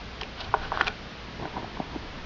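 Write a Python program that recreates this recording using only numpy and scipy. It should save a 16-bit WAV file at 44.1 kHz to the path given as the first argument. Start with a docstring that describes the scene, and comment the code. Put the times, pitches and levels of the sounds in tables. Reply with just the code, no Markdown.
"""Mains hum, room noise and the rumble of a hand-held microphone run throughout, in a quiet room.
From 0.2 to 0.9 s a hand shifts a taped cardboard box: the cardboard gives with knocks,
the loose tape crackles, a nail scratches and fingers drag.
From 1.2 s a thumb picks at the tape, rubbing in small slips among softer knocks.
Every touch rings the hollow box."""
import sys
import numpy as np
from scipy import signal
from scipy.fft import rfft, irfft
from scipy.io import wavfile

SR = 44100
rng = np.random.default_rng(int(sys.argv[2]) if len(sys.argv) > 2 else 0)


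def output_pcm(signal):
    """Save a mono or channel-first signal as 16-bit PCM at the path in sys.argv[1].

    Samples are clipped to [-1, 1] before scaling.
    """
    pcm = np.clip(np.atleast_2d(signal).T, -1, 1) * 32767
    wavfile.write(sys.argv[1], SR, np.round(pcm).astype(np.int16))


N = 99225
TIME = np.arange(N) / SR


def from_db(db):
    """Decibels to gain."""
    return 10 ** (np.asarray(db) / 20)


def unit_rms(x):
    """Scale to rms 1."""
    return x / np.sqrt(np.mean(x ** 2) + 1e-20)


def coloured(x, colour):
    """Shape the spectrum, 12 dB/octave skirts beyond the ends; rms 1."""
    hz, db = np.transpose(colour)
    bins_hz = np.maximum(np.arange(N + 1) * SR / (2 * N), 1)
    skirts = np.minimum(bins_hz / hz[0], 1) ** 2 * np.minimum(hz[-1] / bins_hz, 1) ** 2
    gain = from_db(np.interp(np.log(bins_hz), np.log(hz), db))
    return unit_rms(irfft(rfft(x, 2 * N) * skirts * gain)[:N])


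def buckles(rows, noise_ratio, sag, band_ratio):
    """A patch gives way: a few cycles plus a noise burst, pitch sagging as the bend relaxes."""
    out, t = np.zeros(N + SR), TIME[:SR // 20]
    for start_s, level_db, pitch_hz, swell_ms in rows:
        age = t / (swell_ms / 1000)
        envelope = (age * np.exp(1 - age)) ** 2
        glide_hz = pitch_hz * (1 + sag * (1 - np.minimum(age, 10)))
        swing = np.sin(2 * np.pi * np.cumsum(glide_hz) / SR)
        edges_hz = [pitch_hz / band_ratio, pitch_hz * band_ratio]
        band = signal.butter(2, edges_hz, "band", fs=SR, output="sos")
        noise = unit_rms(signal.sosfilt(band, rng.standard_normal(len(t))))
        burst = (swing + noise_ratio * noise) / np.hypot(1, noise_ratio)
        start = int(start_s * SR)
        out[start:start + len(t)] += from_db(level_db) * envelope * burst
    return out[:N]


def slips(levels, colour, rate_hz, hiss, spread_db=2.2):
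    """Friction: tiny slips of uneven size over a smooth hiss."""
    sizes = from_db(spread_db * np.minimum(rng.exponential(1, N), 4)) * rng.choice([-1, 1], N)
    clicks = unit_rms(sizes * (rng.random(N) < rate_hz / SR))
    return level_curve(levels) * coloured(clicks + hiss * rng.standard_normal(N), colour)


def level_curve(levels):
    """Gain over time, linear in dB between points."""
    return from_db(np.interp(TIME, *np.transpose(levels)))


# cardboard buckles: start_s, level_db, pitch_hz, swell_ms
CARDBOARD_KNOCKS = [(.2175, -26, 1000, 1.04), (.2235, -36, 400, 4.5), (.5393, -25, 1480, 3.7),
                    (.5395, -9, 992, 1.46), (.5405, -26.5, 422, 4.1), (.5452, -13.5, 795, 1.43),
                    (.7186, -17.5, 1026, 1.2), (.7243, -20, 767, 1.3), (.7733, -17, 1143, 0.86),
                    (.8103, -6, 1400, 0.45), (.8108, -29, 773, 3.4), (.8125, -21.5, 1560, 0.63),
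                    (.8135, -34.5, 350, 9.1), (.882, -33.5, 800, 2.6), (1.281, -38.5, 233, 5.5),
                    (1.398, -27, 505, 0.85), (1.4275, -32, 352, 1.7), (1.4278, -29, 746, 2),
                    (1.4535, -26, 766, 1.6), (1.454, -34, 1550, 1), (1.566, -26, 950, 2.5),
                    (1.568, -27, 270, 4.2), (1.576, -26.5, 830, 1.85), (1.6285, -32, 700, 0.62),
                    (1.643, -30, 750, 2.3), (1.7702, -30, 970, 2.1), (1.7996, -21, 778, 1.87),
                    (1.801, -21, 245, 2.04), (1.957, -33, 790, 1.55), (1.959, -25.5, 280, 3.7),
                    (2.045, -35, 278, 5), (2.173, -34.5, 218, 3.9)]
def cardboard_knocks():
    """Cardboard gives under the fingers, with a little torn-fibre noise."""
    return buckles(CARDBOARD_KNOCKS, noise_ratio=0.15, sag=0.044, band_ratio=1.86)


# tape buckles: start_s, level_db, pitch_hz, swell_ms
TAPE_SNAPS = [(0.2109, -24.5, 2620, 0.73), (0.2129, -23.5, 3020, 1), (0.232, -27, 2840, 1.2),
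              (.7738, -26, 2700, 0.42), (0.8112, -16.5, 2220, 0.87), (0.8134, -18.5, 3120, 0.86),
              (0.844, -31.5, 3440, 0.99), (0.8691, -20, 2780, 0.85), (0.8752, -18.5, 2420, 0.56),
              (0.879, -15, 2475, 1.6)]
def tape_snaps(click_delay_s=0.0008, click_band_hz=(1210, 5240)):
    """Loose tape crinkles; its edge lets go with a sharp click."""
    crinkle = buckles(TAPE_SNAPS, noise_ratio=0.75, sag=0.03, band_ratio=1.6)
    clicks = np.zeros(N)
    for start_s, level_db, _, _ in TAPE_SNAPS:
        clicks[int((start_s + click_delay_s) * SR)] += from_db(level_db + 2)
    band = signal.butter(2, click_band_hz, "band", fs=SR, output="sos")
    return crinkle + signal.sosfilt(band, clicks + 1e-18)


# nail on tape: time_s, level_db
NAIL_LEVELS = [(.2, -58), (.22, -44), (.26, -87.5), (.36, -59), (.412, -33), (.428, -51.5), (.445, -40.5),
               (.48, -67), (.6, -56), (.65, -44), (.7, -54), (.805, -42), (.83, -69), (.878, -29.5),
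               (.9, -77)]
# nail spectrum: freq_hz, gain_db
NAIL_COLOUR = [(800, -4.5), (1800, -19.5), (2900, 0), (3400, -5), (4100, -5), (5300, -9.5), (7000, -27)]
def nail_scratch():
    """A nail scratches the tape in dense, bright slips."""
    return slips(NAIL_LEVELS, NAIL_COLOUR, rate_hz=2900, hiss=0.25)


# fingers on cardboard: time_s, level_db
FINGER_LEVELS = [(.19, -63), (.22, -45.5), (.27, -78), (.41, -46), (.46, -48.5), (.6, -47), (.655, -37),
                 (.7, -58), (.745, -35.5), (.78, -43), (.795, -33.5), (.83, -35.5), (.85, -44.5),
                 (.88, -31.5), (.95, -66)]
# finger spectrum: freq_hz, gain_db
FINGER_COLOUR = [(150, -23), (380, -5), (550, -9.5), (800, -1), (1150, -6.5), (1500, -0.5), (1900, -13),
                 (3500, -18.5)]
def finger_drag():
    """Fingers slide on the box with smoother, midrange friction."""
    return slips(FINGER_LEVELS, FINGER_COLOUR, rate_hz=1400, hiss=0.82)


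# thumb on tape: time_s, level_db
THUMB_LEVELS = [(1.2, -69), (1.285, -46), (1.34, -60.5), (1.41, -39.5), (1.46, -35), (1.51, -57),
                (1.55, -42), (1.582, -36.5), (1.615, -40), (1.64, -37), (1.7, -53), (1.825, -44.5),
                (1.88, -53), (1.94, -39.5), (2.01, -54.5), (2.17, -50.5), (2.25, -50)]
# thumb spectrum: freq_hz, gain_db
THUMB_COLOUR = [(120, 6), (210, -1), (330, 1.5), (500, -8.5), (750, -5.5), (1000, 0.5), (1300, -27.5),
                (1600, -16), (2500, -22)]
def thumb_rub():
    """The thumb rubs the tape in sparser, dull slips."""
    return slips(THUMB_LEVELS, THUMB_COLOUR, rate_hz=700, hiss=0.48)


# box resonances: freq_hz, gain_db, t60_s
BOX_MODES = [(197, -20.5, 0.041), (354, -21.5, 0.12), (428, 4, .09), (623, 1.5, 0.14), (776, -4, 0.045),
             (937, -2, 0.19), (1127, -4.5, 0.017), (1478, 1, 0.036), (1768, -1.5, .045), (2330, -6, 0.05),
             (3186, -1.5, 0.079), (4000, -2, 0.021)]
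def box_ring(touch, trim_db=-0.5):
    """The hollow box rings after each touch, one resonator per mode."""
    out = np.zeros(N)
    for freq_hz, gain_db, t60_s in BOX_MODES:
        radius = from_db(-60 / (t60_s * SR))
        feedforward = np.array([1, 0, -1]) * (1 - radius ** 2) / 2
        feedback = [1, -2 * radius * np.cos(2 * np.pi * freq_hz / SR), radius ** 2]
        out += from_db(gain_db + trim_db) * signal.lfilter(feedforward, feedback, touch + 1e-18)
    return out


def room_tail(sound, t60_s=0.28, gap_s=0.0022, lowpass_hz=2580, gain_db=-17):
    """Short, dull reverberation of a carpeted room."""
    t = TIME[:SR // 2]
    tail = rng.standard_normal(len(t)) * from_db(-60 * t / t60_s) * (t > gap_s)
    tail /= np.sqrt(np.sum(tail ** 2))
    dull_tail = signal.sosfilt(signal.butter(1, lowpass_hz, fs=SR, output="sos"), tail)
    return from_db(gain_db) * signal.fftconvolve(sound, dull_tail)[:N]


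# room noise spectrum: freq_hz, gain_db
ROOM_COLOUR = [(25, -8.5), (45, -7), (75, -8.5), (110, -8.5), (140, -11.5), (200, -9), (300, -14.5),
               (550, -15.5), (1000, -18), (2000, -20), (3300, -22), (4500, -26), (5600, -28), (6400, -30),
               (7300, -34)]
def room_noise(rms_db=-40.72):
    """Steady, bass-heavy noise of the room."""
    return from_db(rms_db) * coloured(rng.standard_normal(N), ROOM_COLOUR)


# mains partials: freq_hz, rms_db
HUM_PARTIALS = [(60, -49), (180, -63.5)]
def mains_hum():
    """Mains fundamental and third harmonic."""
    return sum(from_db(rms_db) * np.sqrt(2) * np.sin(2 * np.pi * (freq_hz * TIME + rng.random()))
               for freq_hz, rms_db in HUM_PARTIALS)


# microphone handling: time_s, level_db
HANDLING_LEVELS = [(0, -53), (.33, -54.5), (.49, -39.5), (.57, -43), (.67, -39), (.8, -43.5), (1.0, -53.5),
                   (2.25, -45.5)]
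# handling spectrum: freq_hz, gain_db
HANDLING_COLOUR = [(25, -1), (50, -18.5), (95, -13), (150, -18), (500, -47)]
def handling_rumble():
    """The microphone rumbles as it moves in the hand."""
    return level_curve(HANDLING_LEVELS) * coloured(rng.standard_normal(N), HANDLING_COLOUR)


def scene():
    """Knocks, snaps and friction sound through the box into the room; mono."""
    touch = cardboard_knocks() + tape_snaps() + nail_scratch() + finger_drag() + thumb_rub()
    sound = touch + box_ring(touch)
    return (sound + room_tail(sound) + room_noise() + mains_hum() + handling_rumble())[None]


def record(dry):
    """The recorder rolls off the treble and cuts it steeply above."""
    rolloff_hz, cutoff_hz = 5465, 7200
    soft = signal.sosfilt(signal.butter(6, rolloff_hz, fs=SR, output="sos"), dry)
    return signal.sosfilt(signal.ellip(10, 0.3, 80, cutoff_hz, fs=SR, output="sos"), soft)


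dry = scene()
out = record(dry)
output_pcm(out)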